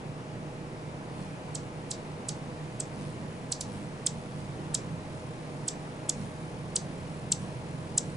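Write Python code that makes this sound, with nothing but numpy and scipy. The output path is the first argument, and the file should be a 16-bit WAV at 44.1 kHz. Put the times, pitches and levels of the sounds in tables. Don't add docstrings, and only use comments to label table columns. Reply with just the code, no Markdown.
import sys
import numpy as np
from scipy import signal
from scipy.io import wavfile
from scipy.ndimage import uniform_filter1d

SR = 44100
rng = np.random.default_rng(int(sys.argv[2]) if len(sys.argv) > 2 else 0)


def amplitude_ratio(level_db):
    exponent = np.asarray(level_db, float) / 20
    return 10 ** exponent


def int16_out(signal):
    q = np.round(np.clip(np.atleast_2d(signal).T, -1, 1) * 32767)
    wavfile.write(sys.argv[1], SR, q.astype(np.int16))


N = 359856

# t/s, swish level/dB, hum level/dB, wing beat f/Hz, left-right balance/dB
FLIGHT = [(0, -72, -71, 45.2, -1), (1.1, -67, -68, 45.53, -1), (1.6, -64, -48, 44.3, -3),
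          (2.2, -63, -62, 44.07, -3), (2.85, -62, -52, 45.07, -3.5), (3.25, -61, -45, 45, 0.5),
          (3.6, -62, -56, 45.7, -4), (4.5, -61, -46.5, 44.98, -3), (4.95, -61, -44, 43.25, -1.5),
          (5.45, -59, -55, 42.06, -3.5), (6.0, -61, -60, 43.15, -2), (6.6, -59, -46.5, 43.6, 0),
          (7.3, -58.5, -44.5, 42.4, 1), (8.16, -57, -44.5, 43, 0)]
# f/Hz, phase/rad
PORT_LEAD = [(60, -.3), (800, -.3), (1000, -2.4), (1400, -1.85), (2400, -1.4), (4000, -1.4), (5000, -.8),
             (7500, -.1), (11000, -.05)]
# f/Hz, level/dB
PORT_TILT = [(60, -2.2), (170, -2.6), (350, -2), (520, -.7), (700, 1), (930, 4.5), (1200, 1), (1600, -1.3),
             (2500, .3), (11000, 0)]
PORT_SHARE = np.array([[.5], [-.5]])
FAR_DB = -26
CHIP_START_MS, CHIP_END_MS = -16, 14
CHIP_MS = np.arange(CHIP_START_MS, CHIP_END_MS, 1000 / SR)


def evened(x):
    return x / np.sqrt(np.mean(x ** 2) + 1e-20)


def read(points, hz):
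    f, value = np.transpose(points)
    return np.interp(np.log(hz + 1), np.log(f + 1), value)


def add(mix, s, sound):
    part = mix[:, round(s * SR):][:, :sound.shape[1]]
    part += sound[:, :part.shape[1]]


def drift(low_hz, top_hz, t):
    rates = np.geomspace(low_hz, top_hz, num=24)
    return evened(sum(np.sin(2 * np.pi * (f * t + rng.random())) / np.sqrt(f) for f in rates))


def noise(spectrum, patchy_db):
    # f/Hz, left-right likeness (0 to 1)
    likeness = [(60, .99), (200, .99), (350, .9), (520, .76), (700, .58), (930, .1), (1350, .54),
                (2100, .36), (4000, .24), (6000, .42), (11000, .72)]
    hz = np.fft.rfftfreq(2048, 1 / SR)
    a, b, c, d, patches = rng.standard_normal((N // 512 + 5, len(hz), 5)).T
    patches = uniform_filter1d(patches, size=14, axis=0)
    patches = evened(uniform_filter1d(patches, size=8, axis=1))
    same = np.clip(read(likeness, hz), 0, 1)[:, None]
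    right = a + 1j * b
    left = same * right * np.exp(1j * read(PORT_LEAD, hz))[:, None]
    left = left + np.sqrt(1 - same ** 2) * (c + 1j * d)
    tilt = amplitude_ratio(read(PORT_TILT, hz) / 2)[:, None]
    colour = amplitude_ratio(read(spectrum, hz)[:, None] + patchy_db * patches)
    z = np.array([left * tilt, right / tilt]) * colour
    return evened(signal.istft(z, nperseg=2048, noverlap=1536)[1][:, :N])


def wings(t):
    # f/Hz, level per Hz/dB
    feathers = [(800, 1.5), (2000, -0.5), (4000, -0.5), (7000, -5.5), (10000, -2.5), (11500, -10.5)]
    # multiple of the wing beat, level/dB
    harmonics = [(1, -12.5), (2, -4), (3, -2), (4, 0.5), (5, -6), (6, -9.5), (7, -27)]
    # t/s, peak swish level/dB
    darts = [
        (1.23, -55.5),
        (3.02, -53),
        (3.751, -52),
        (4.18, -56),
        (4.4, -57),
        (5.2, -60),
        (6.22, -53),
        (7.1, -60),
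        (7.43, -54),
        (8.06, -57),
    ]
    dart_hum_db = 14.5
    swish_db_per_s, hum_db_per_s = 84, 105
    spurt_hz_per_db, gentle_db, spurt_s = .66, -60.5, .21
    s, *columns = np.transpose(FLIGHT)
    swish_db, hum_db, hz, _ = (np.interp(t, s, c) for c in columns)
    swish_power, hum_power = amplitude_ratio(2 * swish_db), amplitude_ratio(2 * hum_db)
    for at, db in darts:
        away_s = np.abs(t - at)
        swish_power = swish_power + amplitude_ratio(2 * (db - swish_db_per_s * away_s))
        hum_power = hum_power + amplitude_ratio(2 * (db + dart_hum_db - hum_db_per_s * away_s))
        hz = hz + spurt_hz_per_db * (db - gentle_db) * np.clip(1 - away_s / spurt_s, 0, 1)
    turns = 2 * np.pi * np.cumsum(hz * (1 + .02 * drift(.98, 12, t))) / SR
    hum = evened(sum(amplitude_ratio(db) * np.cos(k * turns + rng.uniform(0, 6.1) - .39 * PORT_SHARE)
                     for k, db in harmonics))
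    hum = np.sqrt(hum_power) * hum * amplitude_ratio(np.array([[-1.2], [1.2]]))
    dart = np.clip((hz - 44) / 5, 0, 1)
    strokes = 1 + .35 * (1 - dart) * np.cos(turns) + .5 * dart * np.cos(2 * turns)
    return hum + np.sqrt(swish_power) * strokes * noise(feathers, patchy_db=2.5)


def drone(t):
    # f/Hz, width/Hz, level/dB
    tones = [(28, 1.7, -61), (122, 3, -50.5), (151.3, 5, -46.5), (311.3, 5, -61), (488.2, 20, -56),
             (624.7, 1.005, -57.5), (840, 3, -64.5)]
    out, slow = np.zeros((2, N)), t[::64]
    for hz, width_hz, db in tones:
        wander = .4 * width_hz * drift(.5 + width_hz / 4, 2 + width_hz, slow)
        swell_db = min(.6 * width_hz, 3) * drift(1 + width_hz / 2, 4 + 2 * width_hz, slow)
        pitch_hz = hz + wander.repeat(64)[:N]
        turns = 2 * np.pi * np.cumsum(pitch_hz) / SR + PORT_SHARE * read(PORT_LEAD, hz)
        level_db = db + swell_db.repeat(64)[:N] + PORT_SHARE * read(PORT_TILT, hz)
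        out += amplitude_ratio(level_db) * np.sqrt(2) * np.sin(turns)
    return out


def town(t):
    # f/Hz, level per Hz/dB
    wash_colour = [(12, -55), (22, -18), (55, -19), (100, -8.5), (170, -6.5), (350, -10.5), (520, -13.5),
                   (700, -16), (1000, -17.5), (1400, -23.5), (2400, -26.5), (3400, -33), (6000, -37.5),
                   (11000, -43.5)]
    swell_db = .35 * drift(.295, 4, t)
    return amplitude_ratio(-41.5 + swell_db) * noise(wash_colour, patchy_db=.56)


def chip(level_db, lead_ms, fade_db, notch_hz, pan_db, chance):
    # t from the knee/ms, f/Hz
    fall = [(-10, 8480), (-6, 8340), (-4, 8030), (-2, 7470), (-1, 6800), (0, 5950), (2.8, 3450), (4, 2950),
            (7, 2000)]
    # f/Hz, level/dB
    beak_colour = [(2000, 11), (3000, -3), (4000, -2.5), (5000, 0), (6000, -1), (7500, -1), (8500, 2),
                   (11000, 3.5), (12500, -19)]
    top_hz = 8430
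    lattice_share, lattice_ms = .25, .6
    end_ms = 2.3 + .67 * fade_db
    overtone_db = max(5.5 - 2 * lead_ms, -10.5)
    hiss_db = -22.5 - .46 * (level_db - FAR_DB)
    ms = CHIP_MS
    hz = uniform_filter1d(np.interp(ms, *np.transpose(fall)), size=40) * top_hz / 8400
    turns = 2 * np.pi * np.cumsum(hz) / SR
    gate = np.clip((ms + lead_ms + .2) / max(1.6, lead_ms - 5.5), 0, 1)
    gate *= np.interp(ms - min(end_ms, 3.6), [-.5, .5, 2, 3], [1, .35, .24, 0])
    slope_db = np.where(ms < -2.1, 1.5, -fade_db) * (ms + 2.1)
    flutter_db = .7 * evened(uniform_filter1d(uniform_filter1d(chance[0], size=30), size=30))
    effort = amplitude_ratio(level_db + slope_db + flutter_db) * np.sin(np.pi / 2 * gate) ** 2
    effort *= np.abs(1 - lattice_share * np.exp(2j * np.pi * (hz - notch_hz) * lattice_ms / 1000))
    out = []
    for side in (-.5, .5):
        late = -side * .3 * 7000 / hz
        whistle = amplitude_ratio(read(beak_colour, hz)) * np.sin(turns - late)
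        octave = amplitude_ratio(overtone_db + read(beak_colour, 2 * hz)) * np.sin(2 * turns - late / 2)
        out.append(amplitude_ratio(-side * pan_db) * effort * (whistle + octave))
    after = ms + lead_ms + 3.7
    click = evened(uniform_filter1d(chance[2], size=3))
    tick = amplitude_ratio(level_db - 21) * (after > 0) * np.exp(-np.abs(after) / .4) * click
    air = signal.lfilter(*signal.butter(1, [2500, 9000], "band", fs=SR), chance[1])
    puff = np.interp(after, [-1, 1, 4, 6, lead_ms + 6, lead_ms + 11], [0, .45, .55, 1, 1, 0])
    return np.array(out) + tick + amplitude_ratio(level_db + hiss_db) * puff * evened(air)


def nearby(x, draw):
    late_ms = .45 + 3.2 * np.arange(6) / 6 + .45 * draw[:, 0]
    size = amplitude_ratio(-3.5 * late_ms - 6 * draw[:, 1]) * np.sign(draw[:, 2] - .5)
    taps = np.zeros((2, 256))
    taps[:, np.round(late_ms * SR / 1000).astype(int)] = size * amplitude_ratio(6.8 * draw[:, 3:].T)
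    dull = signal.lfilter(*signal.butter(2, 7800, fs=SR), x)
    return signal.oaconvolve(dull, taps / np.linalg.norm(size), axes=1)[:, :x.shape[1]]


def yard(x):
    # f/Hz, 60 dB decay time/s
    decay = [(2000, 0.07), (4000, 0.22), (6000, 0.17), (8000, 0.18), (11000, 0.041)]
    # f/Hz, level/dB
    wall_colour = [(2500, 1), (4200, -1), (6000, 1.5), (8000, -4.5), (11000, 4)]
    out = np.zeros((2, N))
    for k in range(3):
        signs = rng.choice([-1., 1.], (3, SR // 2))
        shared, left, right = signs * (rng.random((3, SR // 2)) < .1)
        taps = 1.1 * shared + np.array([left, right])
        taps[:, :round(.003 * SR)] = 0
        hz, t, z = signal.stft(taps, SR, nperseg=128)
        fading_db = read(wall_colour, hz)[:, None] - 60 * t / read(decay, hz)[:, None]
        tail = signal.istft(z * amplitude_ratio(fading_db), SR, nperseg=128)[1][:, :SR // 4]
        tail = tail / np.linalg.norm(tail[0])
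        turn = np.sqrt(2 / 3) * np.cos(2 * np.pi * (np.arange(N) / SR * .77 + k / 3))
        out += signal.oaconvolve(turn * x.mean(0)[None], tail, axes=1)[:, :N]
    return out


def scene():
    chips = [(1.555, -27.5, 7.6, 1.5, 6670), (1.9144, -26.5, 10.6, .6, 6500), (2.2908, -25, 5.9, 1.2, 5500),
             (2.8064, -22.5, 7, 3.5, 7900), (3.5241, -23, 7.7, 0, 6740), (3.6107, -26.5, 3.7, 1, 6740),
             (4.0694, -16, 7.3, 2, 6368), (4.7494, -18, 6.9, 1.4, 6400), (5.686, -20.5, 8.4, 2, 6600),
             (6.0972, -14, 5.7, 3, 6080), (6.7637, -18, 8.4, 1, 7070), (7.3233, -14, 5.93, 2, 6830),
             (7.9826, -11.5, 6.7, 3.5, 6470)]
    near_db = -10.5
    yard_db, yard_lag = -9, .44
    t, bird, sent = np.arange(N) / SR, np.zeros((2, N)), np.zeros((2, N))
    path_s, pan_db = np.transpose(FLIGHT)[[0, -1]]
    chance = rng.standard_normal((len(chips), 3, len(CHIP_MS)))
    places = rng.random((len(chips), 6, 5))
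    for (s, db, lead_ms, fade_db, notch_hz), draw, place in zip(chips, chance, places):
        note = chip(db, lead_ms, fade_db, notch_hz, np.interp(s, path_s, pan_db), draw)
        start_s = s + CHIP_START_MS / 1000
        add(bird, start_s, note + amplitude_ratio(near_db) * nearby(note, place))
        add(sent, start_s, amplitude_ratio(yard_db - yard_lag * (db - FAR_DB)) * note)
    return bird + yard(sent) + wings(t) + drone(t) + town(t)


def low_pass(x):
    return signal.sosfilt(signal.butter(12, 12320, fs=SR, output="sos"), x)


def record(dry):
    # f/Hz, level/dB
    skirt = [(0, 0), (11000, 0), (11250, -16), (11600, -26), (12300, -38), (12700, -70), (22050, -90)]
    edge_hz, open_db = 11040, -78
    hz, db = np.transpose(skirt)
    fine = np.linspace(0, SR / 2, num=257)
    limit = signal.firwin2(601, fine, amplitude_ratio(np.interp(fine, hz, db)), window=("kaiser", 7), fs=SR)
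    wide = signal.oaconvolve(dry, limit[None], "same", axes=1)
    lowpass = signal.firwin(2001, edge_hz, window=("kaiser", 9), fs=SR)
    low = signal.oaconvolve(wide, lowpass[None], "same", axes=1)
    sliver = wide - low
    power = uniform_filter1d((sliver ** 2).mean(0), size=900)
    gate = uniform_filter1d(1. * (power > amplitude_ratio(2 * open_db)), size=500)
    return low_pass(low + gate * sliver)


dry = scene()
out = record(dry)
int16_out(out)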